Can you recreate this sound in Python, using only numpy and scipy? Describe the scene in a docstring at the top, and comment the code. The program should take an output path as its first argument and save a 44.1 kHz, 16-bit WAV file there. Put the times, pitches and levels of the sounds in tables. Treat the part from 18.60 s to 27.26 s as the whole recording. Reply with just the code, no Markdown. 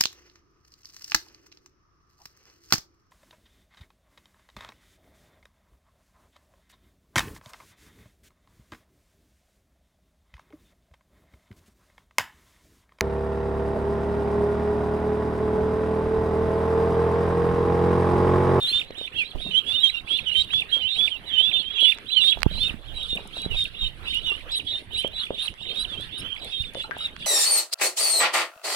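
"""A flock of ducklings peeps in bouts around a small pool, close to a phone with two unlike microphone ports.
Each peep is a gliding whistle with weak overtones; fainter random peeps and breathy noise fill the distance.
Paddling brings plops (damped tones), ticks (noise bursts) and lapping (patchy noise).
Air buffets the right port as low noise in gusts, with pressure thumps, and something knocks against it once."""
import sys
import numpy as np
from scipy import signal
from scipy.fft import rfft, irfft, next_fast_len
from scipy.io import wavfile
from scipy.ndimage import uniform_filter1d, map_coordinates

SR = 44100
rng = np.random.default_rng(int(sys.argv[2]) if len(sys.argv) > 2 else 0)


def generate_wav(sig):
    """Save sig (samples, or channels by samples) to the path in sys.argv[1] as 16-bit PCM at SR."""
    pcm = np.round(np.clip(np.atleast_2d(sig).T, -1, 1) * 32767).astype(np.int16)
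    wavfile.write(sys.argv[1], SR, pcm)


def field_ratio(decibels):
    """Amplitude ratio for a level in dB (20 dB per decade); scalars and array-likes work."""
    return 10 ** (np.asarray(decibels, dtype=float) / 20)


N = 381906

# Overtones of a peep. Each row: multiple of the pitch, left and right level in dB before facing and flutter.
OVERTONES = [(2, -28, -42), (3, -39, -57), (4, -45, -60)]
# Pressure thumps on the right port. Each row: start in seconds, level in dB, time scale in ms.
THUMPS = [(3.863, 3, 9.1), (4.53, -19, 7.6), (4.862, -12.5, 7.5), (.757, -18.5, 4.7)]
# Swoop into a full peep. Each row, relative to the note's start: seconds, Hz, dB before the contrast.
SWOOP_UP = [(-.041, -1600, -20), (-.031, -780, -8), (-.02, -400, -9), (-.01, -150, -7), (-.003, -40, -2)]
# The voice breaks and drops steeply. Each row, relative to the note's end: seconds, Hz, dB.
BREAK = [(.004, 170, -11), (.012, -120, -12), (.018, -600, -5), (.022, -950, 1.5), (.027, -1300, -10),
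         (.035, -1700, -22)]
# The voice dies away. Each row, relative to the note's end: seconds, Hz, dB.
FADE = [(.007, 38, -17.5), (0.014, -150, -29)]


def along(points, hz):
    """Interpolates (Hz, value) points on a log frequency axis."""
    f, v = np.transpose(points)
    return np.interp(np.log(hz + 1), np.log(f + 1), v)


def unit(x):
    """Scaled to rms 1."""
    return x / np.sqrt(np.mean(x ** 2) + 1e-20)


def wobble(rate, count=N):
    """A smooth random curve, rate knots a second."""
    knots = rng.standard_normal(int(count * rate / SR) + 4)
    return map_coordinates(knots, [np.arange(count) * rate / SR])


def filtered(x, response):
    """x times a response of frequency."""
    m = next_fast_len(N + 8192)
    return irfft(rfft(x, m) * response(np.fft.rfftfreq(m, 1 / SR)), m)[..., :N]


def ports(db):
    """Left and right gains for a level difference, at constant total power."""
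    left = field_ratio(db)
    return 2 * np.array([left, np.ones_like(left)]) / np.sqrt(1 + left ** 2)


def add(out, s, sound):
    """Mixes a stereo sound in at a time; the right port hears it 9 samples later."""
    at, right_lag = max(round(s * SR), 0), 9
    out[0, at:at + sound.shape[1]] += sound[0]
    out[1, at + right_lag:at + right_lag + sound.shape[1]] += sound[1]


def rush(spectrum, patchy_db):
    """Patchy stereo noise as the two ports colour it; the mean of both has rms 1."""
    # Each row: Hz, left minus right in dB.
    port_points = [(60, -8), (300, -1.5), (1800, -2.5), (3000, -7), (5000, 0.5), (6800, -32), (9800, 34),
                   (15000, -2.5)]
    # Each row: Hz, left-right likeness from 0 to 1.
    alike = [(400, 0.77), (1500, 0)]
    z = signal.stft(rng.standard_normal((2, N)), nperseg=512)[2]
    patches = rng.standard_normal(z.shape[1:])
    field = uniform_filter1d(uniform_filter1d(patches, 6, 0), 8, 1)
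    noise = signal.istft(z * field_ratio(patchy_db * unit(field)), nperseg=512)[1][:, :N]

    def mid_side(hz):
        turn = np.arccos(np.clip(along(alike, hz), -1, 1)) / 2
        return field_ratio(along(spectrum, hz)) * [np.cos(turn), np.sin(turn)]

    mid, side = filtered(noise, mid_side)
    pair = filtered(np.array([mid + side, mid - side]), lambda hz: ports(along(port_points, hz)))
    return pair / np.std(pair.mean(0))


def glint(x):
    """Short broad sounds as the ports colour them: the left rings near 10 kHz."""
    def response(hz):
        ring = 1 / np.hypot(1, (hz ** 2 - 9800 ** 2) / (2600 * hz + 1))
        floor = field_ratio(-16)
        both = np.array([ring + floor, floor / (1 + (hz / 8000) ** 8)])
        return both * hz ** 2 / (hz ** 2 + 2500 ** 2) / (1 + (hz / 13500) ** 10)

    return filtered(x, response)


def pool_wall(x):
    """The soft ring wall and the water surface give a short answer: decaying noise after 3 ms."""
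    t = np.arange(SR // 4) / SR
    tail = rng.standard_normal((2, len(t))) * field_ratio(-60 * t / 0.19) * (t > .003)
    return signal.fftconvolve(x, tail / np.linalg.norm(tail[0]), axes=1)[:, :N]


def buffeting():
    """Air on the ports, far stronger on the right: lumpy low noise that starts fast and decays in gusts."""
    # Each row: start in seconds, level in dB, decay time in seconds.
    buffet = [(0.749, -30, 0.087), (3.761, -27.5, 0.29), (3.878, -33.5, 0.32), (4.901, -21.5, 0.092),
              (5.218, -22.5, 0.066), (5.411, -39, 0.56), (8.001, -17.5, 0.027)]
    # Each row: Hz, relative level in dB per Hz.
    rumble = [(20, 9), (45, 1), (130, -9.5), (600, -51.5)]
    t = np.arange(N) / SR
    gusts = field_ratio(-51.5)
    for s, db, decay in buffet:
        onset = np.clip((t - s) / 0.0023, 0, 1)
        gusts = gusts + field_ratio(db) * onset * np.exp(-np.abs(t - s) / decay)
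    noise = rng.standard_normal((2, N))
    air = filtered(noise, lambda hz: field_ratio(along(rumble, hz)) * (hz > 18))
    air = unit(unit(air) * field_ratio(2.5 * wobble(12)))
    return gusts * field_ratio([[-30], [0]]) * air


def thumps():
    """Pressure thumps on the right port: a quick dip, then a slower rebound."""
    out = np.zeros((2, N + SR))
    for at, db, ms in THUMPS:
        u = np.arange(SR // 8) / SR * 1000 / ms
        dip = np.sin(np.pi * np.clip(u / 0.28, 0, 1)) ** 2
        rise = np.sin(np.pi / 2 * np.clip((u - .15) / .5, 0, 1)) ** 2
        rebound = rise * np.exp(-u) * np.cos(u)
        add(out, at, field_ratio([[db - 65], [db]]) * (0.75 * rebound - dip))
    return out[:, :N]


def lapping():
    """Lapping water: patchy noise whose level swells slowly and ripples faster."""
    # Each row: Hz, relative level in dB per Hz.
    lap_points = [(60, 0), (460, -9), (970, -15), (1600, -11.5), (3000, -13.5), (4300, -29), (6400, -43),
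                  (10000, -36), (12700, -34.5), (16000, -61.5)]
    swell_db = 1.2 * wobble(3) + 2.2 * wobble(12)
    return field_ratio(-48 + swell_db) * rush(lap_points, patchy_db=4.5)


def plop(hz, cycles, rise, count=2200):
    """A bubble: a damped tone whose pitch rises."""
    t = np.arange(count) / SR
    u = t * hz / cycles
    return np.sin(2 * np.pi * hz * t * (1 + rise * u)) * np.exp(-u) * (1 - np.exp(-t / 0.0001))


def bubbling():
    """Plops of paddling feet, ringing drips, slop after each thump and random small bubbles, with echo."""
    # Paddling feet. Each row: start in seconds, relative level in dB, pitch in Hz, left minus right in dB.
    foot_plops = [(0.306, -24.5, 480, -2), (0.413, -25.5, 500, -1), (3.773, -23.5, 716, -2),
                  (4.769, -26, 640, -3), (5.718, -28, 395, -2), (6.447, -14, 520, -0.5),
                  (6.706, -12.5, 504, -2), (8.153, -21, 580, -1), (8.311, -11.5, 1700, 24),
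                  (8.295, -29, 480, -6), (.116, -33, 335, -2), (2.168, -30.5, 480, -3),
                  (2.81, -27.5, 670, -2), (3.228, -26, 540, -1), (4.141, -24, 216, -19),
                  (8.367, -23, 760, -2)]
    # Ringing drips. Each row: start in seconds, level in dB before damping, pitch in Hz, life in cycles.
    drips = [(8.17, -29.5, 520, 5), (8.242, -30.5, 1300, 9.7), (8.247, -36.5, 843, 11.5),
             (8.316, -22.5, 1540, 13), (8.349, -32, 1550, 8), (8.406, -35, 1285, 23), (5.72, -34, 1135, 9)]
    out = np.zeros((2, N + SR))
    both = np.ones((2, 1))
    for s, db, hz, pan in foot_plops:
        gain = field_ratio(db + 4.5) * ports(np.array([pan])) / 2
        add(out, s, gain * plop(hz, cycles=0.95, rise=0.006))
    for s, pitch, size, pan in rng.random((400, 4)):
        gain = field_ratio(-51.5 - 3.5 * np.log(size + 0.012)) * ports(np.array([8 * pan - 6]))
        add(out, s * N / SR, gain * plop(200 * 8 ** pitch, cycles=0.68, rise=0.073, count=1000))
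    for s, db, hz, cycles in drips:
        ending = np.hanning(4400)[2200:]
        add(out, s, field_ratio(db) * both * plop(hz, cycles, rise=0.031) * ending)
    gurgle_s, gurgle_db = .16, -44  # span of the slop, level of its smallest plops
    for at, *_ in THUMPS:
        for s, pitch, size in rng.random((14, 3)):
            sound = plop(150 * 7 ** pitch, cycles=2.2, rise=.06)
            add(out, at + gurgle_s * (s - .15), field_ratio(gurgle_db + 12 * size) * both * sound)
    for s, pitch, size in rng.random((1100, 3)):
        sound = plop(700 * 4 ** pitch, cycles=0.78, rise=0.05, count=300)
        add(out, s * N / SR, field_ratio(-55.5 - 4.1 * np.log(size + .003)) * both * sound)
    return out[:, :N] + field_ratio(-7.5) * pool_wall(out)


def tick(t60):
    """A droplet's burst of noise, falling 60 dB in t60 seconds."""
    t = np.arange(500) / SR
    return rng.standard_normal((2, len(t))) * field_ratio(-60 * t / t60)


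def droplets(excitement):
    """Droplets as noise bursts, some near the left port, and one knock against the phone; the random spray
    swells as the flock stirs."""
    # Droplets, and at 3.83 s a hard knock against the phone. Each row: start in seconds, relative level in dB,
    # left minus right in dB.
    drop_ticks = [(0.385, -27, -9), (3.386, -23.5, -2), (3.79, -27, -10), (3.806, -26, -10),
                  (3.8196, -14, -12), (3.8315, 0.5, -28), (6.5826, -30, -3), (0.308, -29, -2),
                  (.345, -33, -4), (1.935, -17, -7), (4.779, -23.5, 0), (4.853, -25, 3), (6.475, -30, 13),
                  (6.94, -29, -2), (8.148, -22, 4), (3.376, -28, -8), (8.565, -20.5, -4), (8.598, -32, 0)]
    # Fine droplets near the left port. Each row: start in seconds, relative level in dB.
    fine_drops = [(0.031, -33), (3.2063, -34), (4.553, -37), (4.6753, -38), (4.819, -34), (5.5454, -32),
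                  (5.9184, -36.5), (6.334, -40), (6.4775, -36.5), (7.41, -39), (7.8466, -37.5),
                  (8.0225, -40.5), (8.136, -40), (8.3833, -36.5)]
    ticks, fine, spray = np.zeros((3, 2, N + SR))
    for s, db in fine_drops:
        add(fine, s, field_ratio(db + 10.5) * tick(0.01))
    for s, db, pan in drop_ticks:
        add(ticks, s, field_ratio(db + 5) * ports(np.array([pan])) * tick(0.003))
    for s, size in rng.random((500, 2)):
        add(spray, s * N / SR, field_ratio(-45 - 4 * np.log(size + 0.01)) * tick(0.0052))

    def bright(hz):
        return hz ** 2 / (hz ** 2 + 900 ** 2) / (1 + (hz / 3600) ** 3) / (1 + (hz / 11000) ** 10)

    stir = (excitement[0] / excitement[0].mean()) ** .9
    return filtered(ticks[:, :N], bright) + glint(fine[:, :N]) + stir * glint(spray[:, :N])


def peep(row, lead, ending, facing_db, out, jitter, scatter_db, overtones=OVERTONES, contrast=1):
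    """One whistle: a lead-in, a straight glide that wavers slightly, an ending; overtones ride on its phase."""
    # A gentle peep fades in along its own glide. Each row: seconds from the start, dB before the contrast.
    ease_in = [(-.018, -16.5), (-.006, -5.5)]
    # The small throat sounds low pitches weakly. Each row: Hz, dB.
    throat = [(1500, -24), (2000, -9), (2450, 0)]
    # The left port is weak around 3050 Hz. Each row: Hz, dB.
    left_dip = [(2600, -3.5), (3050, -25), (3400, -6.5), (3800, -4.5), (4300, -3.5)]
    # The left port favours some overtones. Each row: Hz, dB.
    left_ring = [(5500, -18), (6600, -13), (7500, 0), (8000, 3), (10000, 2), (11500, 0), (13000, -14)]
    steep_hz_per_s = 3700  # a peep without a set lead-in swoops up if it climbs faster than this
    hoarse = .08  # share of fast random flutter in the voice
    s0, s1, hz0, hz1, db0, db1 = row
    glide = (hz1 - hz0) / (s1 - s0)
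    if not lead:
        eased = [(s, s * glide, db) for s, db in ease_in]
        lead = SWOOP_UP if glide > steep_hz_per_s else eased
    opening = np.multiply(lead + [(0.0006, 0.0087, 0)], (1, 1, contrast)) + (s0, hz0, db0)
    closing = np.add([(0.0015, 0.0033, 0.0069)] + ending, (s1, hz1, db1))
    s, hz, db = np.vstack([opening, closing]).T
    t = np.arange(max(s[0], 0), s[-1], 1 / SR)
    count = len(t)
    pitch = uniform_filter1d(np.interp(t, s, hz), size=130) * (1 + jitter * wobble(156.7, count))
    level_db = np.interp(t, s, db) + along(throat, pitch) + scatter_db * wobble(124.4, count)
    size = field_ratio(level_db) * np.sqrt(2) * (1 + hoarse * wobble(500, count))
    phase = 2 * np.pi * np.cumsum(pitch) / SR
    left = field_ratio(facing_db + along(left_dip, pitch))
    sound = np.array([left * np.sin(phase + rng.normal(0, .6)), np.sin(phase)])
    for k, left_db, right_db in overtones:
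        left_level = left_db + 0.6 * facing_db + along(left_ring, k * pitch)
        gains = field_ratio([left_level, np.full(count, right_db)])
        sound = sound + gains * field_ratio(4 * wobble(33, count)) * np.sin(k * phase)
    add(out, t[0], size * sound)


def bouts(near):
    """How loud the flock is at each port: the others join in with the near birds and never quite stop."""
    power = uniform_filter1d(uniform_filter1d(near ** 2, size=1800), size=1300)
    return (np.abs(power / power.mean()) + field_ratio(-71.5)) ** 0.26


def far_birds(excitement):
    """Many fainter, rougher peeps at random, rising or sagging, following the bouts."""
    out = np.zeros((2, N + SR))
    for s, top, life, size, pan, slope, swell in rng.random((600, 7)):
        s, hz, db = s * N / SR, 2700 + 1200 * top, -48 + 11 * size
        row = (s, s + .01 + 0.045 * life, hz, hz + 700 * (slope - .4), db, db + 12 * (swell - .5))
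        lead = SWOOP_UP if size > .4 else None
        ending = BREAK if swell > .55 else FADE
        peep(row, lead, ending, 12 * (pan - .5), out, jitter=.011, scatter_db=4, overtones=OVERTONES[1:2])
    return excitement * out[:, :N]


def haze(excitement):
    """The breathy haze of the whole flock: fluttering noise that follows the bouts."""
    # Each row: Hz, relative level in dB per Hz.
    breath = [(1000, -69), (3300, 6.5), (4200, 0), (4900, -9), (6500, -23.5), (9800, -9.5), (13000, -45),
              (16000, -65.5)]
    flutter_db = 4 * wobble(16)
    bout = (excitement[0] / excitement[0].mean()) ** 1.1
    return field_ratio(-51 + flutter_db) * rush(breath, patchy_db=4) * bout


def squeals():
    """A high-voiced bird's thin unsteady whistles sweep up out of the chorus, round over and fall back."""
    # Each row: start and end in seconds, top pitch in Hz before wavering, left level in dB before wavering.
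    squeal_rows = [(5.904, 5.967, 5300, -47), (6.368, 6.429, 5280, -49), (7.179, 7.239, 5020, -45),
                   (7.57, 7.638, 5300, -49), (7.766, 7.809, 5100, -52)]
    from_hz = 3700
    out = np.zeros((2, N + SR))
    for start, end, top_hz, db in squeal_rows:
        bow = np.abs(np.sin(np.linspace(0, np.pi, round((end - start) * SR))))
        waver = 1 + .016 * wobble(300, count=len(bow))
        pitch = (from_hz + (top_hz - from_hz) * bow ** .8) * waver
        size = field_ratio([[db], [db - 5]]) * field_ratio(6 * wobble(150, count=len(bow))) * bow ** .3
        add(out, start, size * np.sin(2 * np.pi * np.cumsum(pitch) / SR))
    return out[:, :N]


def rasps():
    """A slower second oscillation: high harmonics of a pulse near 650 a second, arching in pitch."""
    # One bird's buzz at the height of its peep. Each row: start and end in seconds.
    rasp_spans = [(5.952, 5.99), (6.372, 6.415), (6.817, 6.865), (7.193, 7.23), (7.578, 7.61)]
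    db = -39  # left level before the ports colour it
    out = np.zeros((2, N + SR))
    for start, end in rasp_spans:
        u = np.linspace(0, 1, round((end - start) * SR))
        rate = 650 * (1 + .04 * np.sin(np.pi * u) + .02 * wobble(300, count=len(u)))
        phase = 2 * np.pi * np.cumsum(rate) / SR
        comb = np.sin(np.arange(13, 17)[:, None] * phase).sum(0)
        add(out, start, field_ratio([[db], [db - 6]]) * np.sin(np.pi * u) ** .5 * comb)
    return glint(out[:, :N])


def near_birds():
    """The peeps that stand out, and a hoarse call; a puff of air escapes where the voice breaks."""
    # Each row of the five peep tables: start and end of the note in seconds, first and last pitch in Hz,
    # first and last level in dB at the right port, before throat and scatter.
    # Peeps that end in a break of the voice and a steep drop.
    breaking = [(0.135, 0.194, 3535, 3656, -17, -20.5), (0.384, 0.457, 3800, 3550, -32, -29),
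                (0.559, 0.613, 3240, 3325, -28, -27), (0.661, 0.696, 3860, 4270, -42.5, -38),
                (0.818, 0.89, 3820, 3650, -29.5, -28.5), (1.509, 1.57, 3236, 3550, -17.5, -18.5),
                (1.938, 2, 3394, 3534, -15, -20.5), (2.395, 2.458, 3403, 3487, -14.5, -15.5),
                (2.833, 2.895, 3370, 3546, -15, -19), (3.215, 3.302, 3276, 3523, -14.5, -13),
                (4.013, 4.077, 3540, 3710, -17.5, -22), (4.494, 4.553, 3690, 3624, -28, -23),
                (4.971, 5.034, 3764, 3647, -22, -22), (5.924, 5.979, 3970, 3814, -23.5, -23),
                (6.349, 6.415, 3770, 4010, -23, -34.5), (6.392, 6.42, 3060, 3160, -19.5, -26),
                (6.555, 6.649, 3510, 3410, -34, -31), (6.789, 6.862, 3630, 3842, -26.5, -32.5),
                (7.108, 7.14, 3150, 3300, -33, -36), (7.167, 7.23, 3740, 3950, -23.5, -24),
                (7.565, 7.601, 3760, 3786, -36.5, -28.5), (7.65, 7.743, 3080, 3227, -34.5, -31.5),
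                (7.745, 7.762, 3300, 3350, -40, -35)]
    # Peeps given a short downward lead-in and a break, some only brief falling chirps.
    short_lead = [(1.241, 1.279, 3250, 3150, -8.5, -19.5), (3.24, 3.3, 3050, 2700, -11.5, -25.5),
                  (3.622, 3.702, 3480, 3820, -13.5, -14), (6.858, 6.861, 4300, 3850, -37.5, -20),
                  (3.57, 3.62, 3080, 2750, -8.5, -21.5), (1.722, 1.735, 2900, 2800, -18, -24),
                  (5.71, 5.76, 2700, 2930, -23, -33.5), (5.787, 5.788, 3000, 3400, -42, -35.5),
                  (7.465, 7.474, 3100, 3600, -53, -38.5)]
    # Peeps that swoop up into their note and die away.
    arching = [(2.672, 2.73, 3980, 2960, -35.5, -26.5), (1.07, 1.122, 3340, 3530, -25.5, -17.5),
               (1.128, 1.165, 2770, 3010, -28.5, -19.5), (1.775, 1.82, 3780, 3820, -21.5, -14.5),
               (3.145, 3.21, 3490, 2880, -28, -17.5), (3.535, 3.553, 3540, 3470, -14.5, -30.5),
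               (3.495, 3.56, 3940, 4060, -28.5, -33.5), (3.92, 3.965, 4000, 3750, -35, -35),
               (4.275, 4.31, 3400, 2900, -44, -37), (5.178, 5.2, 3500, 3800, -36.5, -35),
               (4.762, 4.86, 3800, 3950, -34, -33.5), (5.49, 5.552, 3650, 3730, -30, -30),
               (5.482, 5.515, 2700, 3230, -29.5, -31.5), (7.852, 7.915, 3400, 3545, -41, -36),
               (7.025, 7.125, 3760, 3670, -36, -30.5), (6.535, 6.62, 3980, 3760, -38.5, -25),
               (8.395, 8.46, 3760, 3840, -34.5, -26.5)]
    # Peeps that sag, then climb and die away.
    scooped = [(.948, .99, 2953, 3280, -15.5, -11.5), (1.276, 1.303, 3674, 3960, -17, -22)]
    # Peeps that simply die away.
    fading = [(.015, .062, 3630, 3630, -26.5, -22), (.035, .09, 3403, 3340, -33, -27),
              (.075, .115, 3940, 4280, -23.5, -25.5), (.588, .635, 2820, 2286, -18, -24),
              (1.14, 1.195, 3680, 3600, -22, -19.5), (1.205, 1.225, 3800, 3830, -22, -21.5),
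              (1.38, 1.4, 3730, 3770, -35, -41), (3.035, 3.125, 3040, 3357, -28.5, -29),
              (1.345, 1.388, 2800, 2694, -20.5, -30), (1.67, 1.705, 3026, 2820, -21, -20.5),
              (1.755, 1.814, 3088, 3155, -13, -20.5), (2.13, 2.178, 3260, 3240, -13.5, -22),
              (2.2, 2.225, 3140, 3020, -25.5, -23), (2.233, 2.278, 2900, 3126, -21, -19),
              (2.29, 2.355, 3730, 4300, -23.5, -37.5), (2.31, 2.378, 3595, 3896, -21.5, -27.5),
              (2.515, 2.57, 3220, 2660, -26, -33), (2.738, 2.77, 3170, 3006, -17.5, -22),
              (2.778, 2.815, 3004, 3127, -12.5, -12), (2.79, 2.86, 3510, 3820, -29, -31.5),
              (2.93, 2.975, 3270, 2950, -22, -24.5), (2.99, 3.02, 4000, 4390, -33, -36.5),
              (2.99, 3.02, 3486, 3230, -16, -31.5), (2.94, 2.981, 3535, 3625, -14, -17.5),
              (3.185, 3.216, 3370, 3380, -23, -20), (3.21, 3.26, 3880, 4160, -34.5, -28.5),
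              (3.575, 3.59, 4200, 4360, -26.5, -28), (3.608, 3.655, 3910, 3890, -26.5, -26),
              (3.682, 3.728, 3255, 3390, -18.5, -14), (3.975, 4.035, 4060, 4306, -31, -34.5),
              (4.4, 4.46, 3216, 3443, -34.5, -32.5), (8.652, 8.658, 2970, 3020, -32, -35),
              (5.222, 5.27, 3240, 2970, -27.5, -27), (4.035, 4.095, 3020, 2620, -24.5, -42),
              (4.36, 4.45, 3920, 3720, -36, -34), (4.915, 4.96, 2896, 2440, -24, -35.5),
              (5.212, 5.275, 3694, 3740, -23, -27), (8.05, 8.098, 3690, 3430, -36, -39),
              (5.525, 5.545, 3170, 2850, -32.5, -23), (5.556, 5.589, 2823, 2990, -19, -21),
              (5.65, 5.695, 3624, 3815, -24.5, -35), (5.66, 5.699, 3420, 3425, -35.5, -25),
              (5.665, 5.712, 3010, 2750, -22, -22), (6.075, 6.125, 3354, 3400, -24.5, -37),
              (6.14, 6.185, 3594, 3660, -25.5, -30.5), (6.09, 6.129, 3704, 3755, -26.5, -30),
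              (6.445, 6.475, 3070, 3230, -25.5, -29.5), (6.8, 6.85, 3160, 3400, -29.5, -45),
              (7.375, 7.445, 3090, 3580, -31, -38), (6.7, 6.76, 3500, 3755, -44, -40.5),
              (7.285, 7.35, 3680, 3200, -38, -31.5), (7.525, 7.545, 3430, 3560, -38.5, -30),
              (7.815, 7.86, 3900, 3730, -40, -32.5), (7.93, 8.025, 3740, 3600, -30.5, -25.5),
              (7.93, 7.975, 3297, 3150, -27, -27.5), (8.155, 8.212, 3550, 3425, -38, -24.5),
              (8.225, 8.25, 3870, 4020, -36, -34), (8.43, 8.46, 3495, 3690, -48, -21.5)]
    # The short downward lead-in. Each row, relative to the note's start: seconds, Hz, dB before the contrast.
    downward_lead = [(-.014, 190, -24), (-.008, 110, -5)]
    # A slow sag before a climbing note, in the same columns.
    scoop = [(-.042, 194, -25), (-.036, 142.5, -7.5), (-.015, 1, -7)]
    # The phone turns to and from the callers. Each row: seconds, left minus right in dB before port colour.
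    facing_points = [(0, 2.5), (.2, -5), (1, -9.5), (1.5, -9), (2, -4), (2.5, -15), (3.6, -10.5),
                     (3.95, -6), (4.4, -1), (5.5, -1.5), (6.3, -2), (7.3, -6.5), (8.1, -3.5), (8.6, 7)]
    # A hoarse, airy call near the left port: start and end in seconds, level in dB before port colour.
    hiss = (0.027, 0.15, -36)
    out, puffs = np.zeros((2, 2, N + SR))

    def facing(s):
        return np.interp(s, *np.transpose(facing_points))

    kinds = [(breaking, SWOOP_UP, BREAK), (short_lead, downward_lead, BREAK), (arching, SWOOP_UP, FADE),
             (scooped, scoop, FADE), (fading, None, FADE)]
    for rows, lead, ending in kinds:
        for row in rows:
            # fainter birds sound more broken, louder ones burst into their note
            far = np.clip((-22 - max(row[4:])) / 12, 0, 1)
            peep(row, lead, ending, facing(row[0]), out, jitter=.003 + .007 * far,
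                 scatter_db=1.2 + 3.5 * far, contrast=1.6 - .8 * far)
    for _, end, _, _, _, db in breaking + short_lead:
        puff = np.hanning(300) * rng.standard_normal((2, 300))
        add(puffs, end + 0.0046, field_ratio(db + facing(end) - 5.5) * puff)
    start, end, hiss_db = hiss
    count = round((end - start) * SR)
    add(puffs, start, field_ratio(hiss_db) * np.hanning(count) ** .3 * rng.standard_normal((2, count)))
    return out[:, :N] + glint(puffs[:, :N])


def scene():
    """All sources at the two ports; the birds also echo off the pool."""
    near = near_birds()
    excitement = bouts(near)
    birds = near + rasps() + squeals() + far_birds(excitement) + haze(excitement)
    echo = field_ratio(-15) * pool_wall(birds)
    water = bubbling() + droplets(excitement) + lapping()
    return birds + echo + water + buffeting() + thumps()


def roll_off(x):
    """The treble ends steeply here."""
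    return signal.sosfilt(signal.butter(12, 16650, fs=SR, output="sos"), x)


def record(dry):
    """High peaks are rounded off, and the sound is limited to 15.8 kHz."""
    soft = dry / (1 + np.abs(dry / .9) ** 4) ** .25
    mix = filtered(soft, lambda hz: hz < 15800)
    return roll_off(mix)


dry = scene()
out = record(dry)
generate_wav(out)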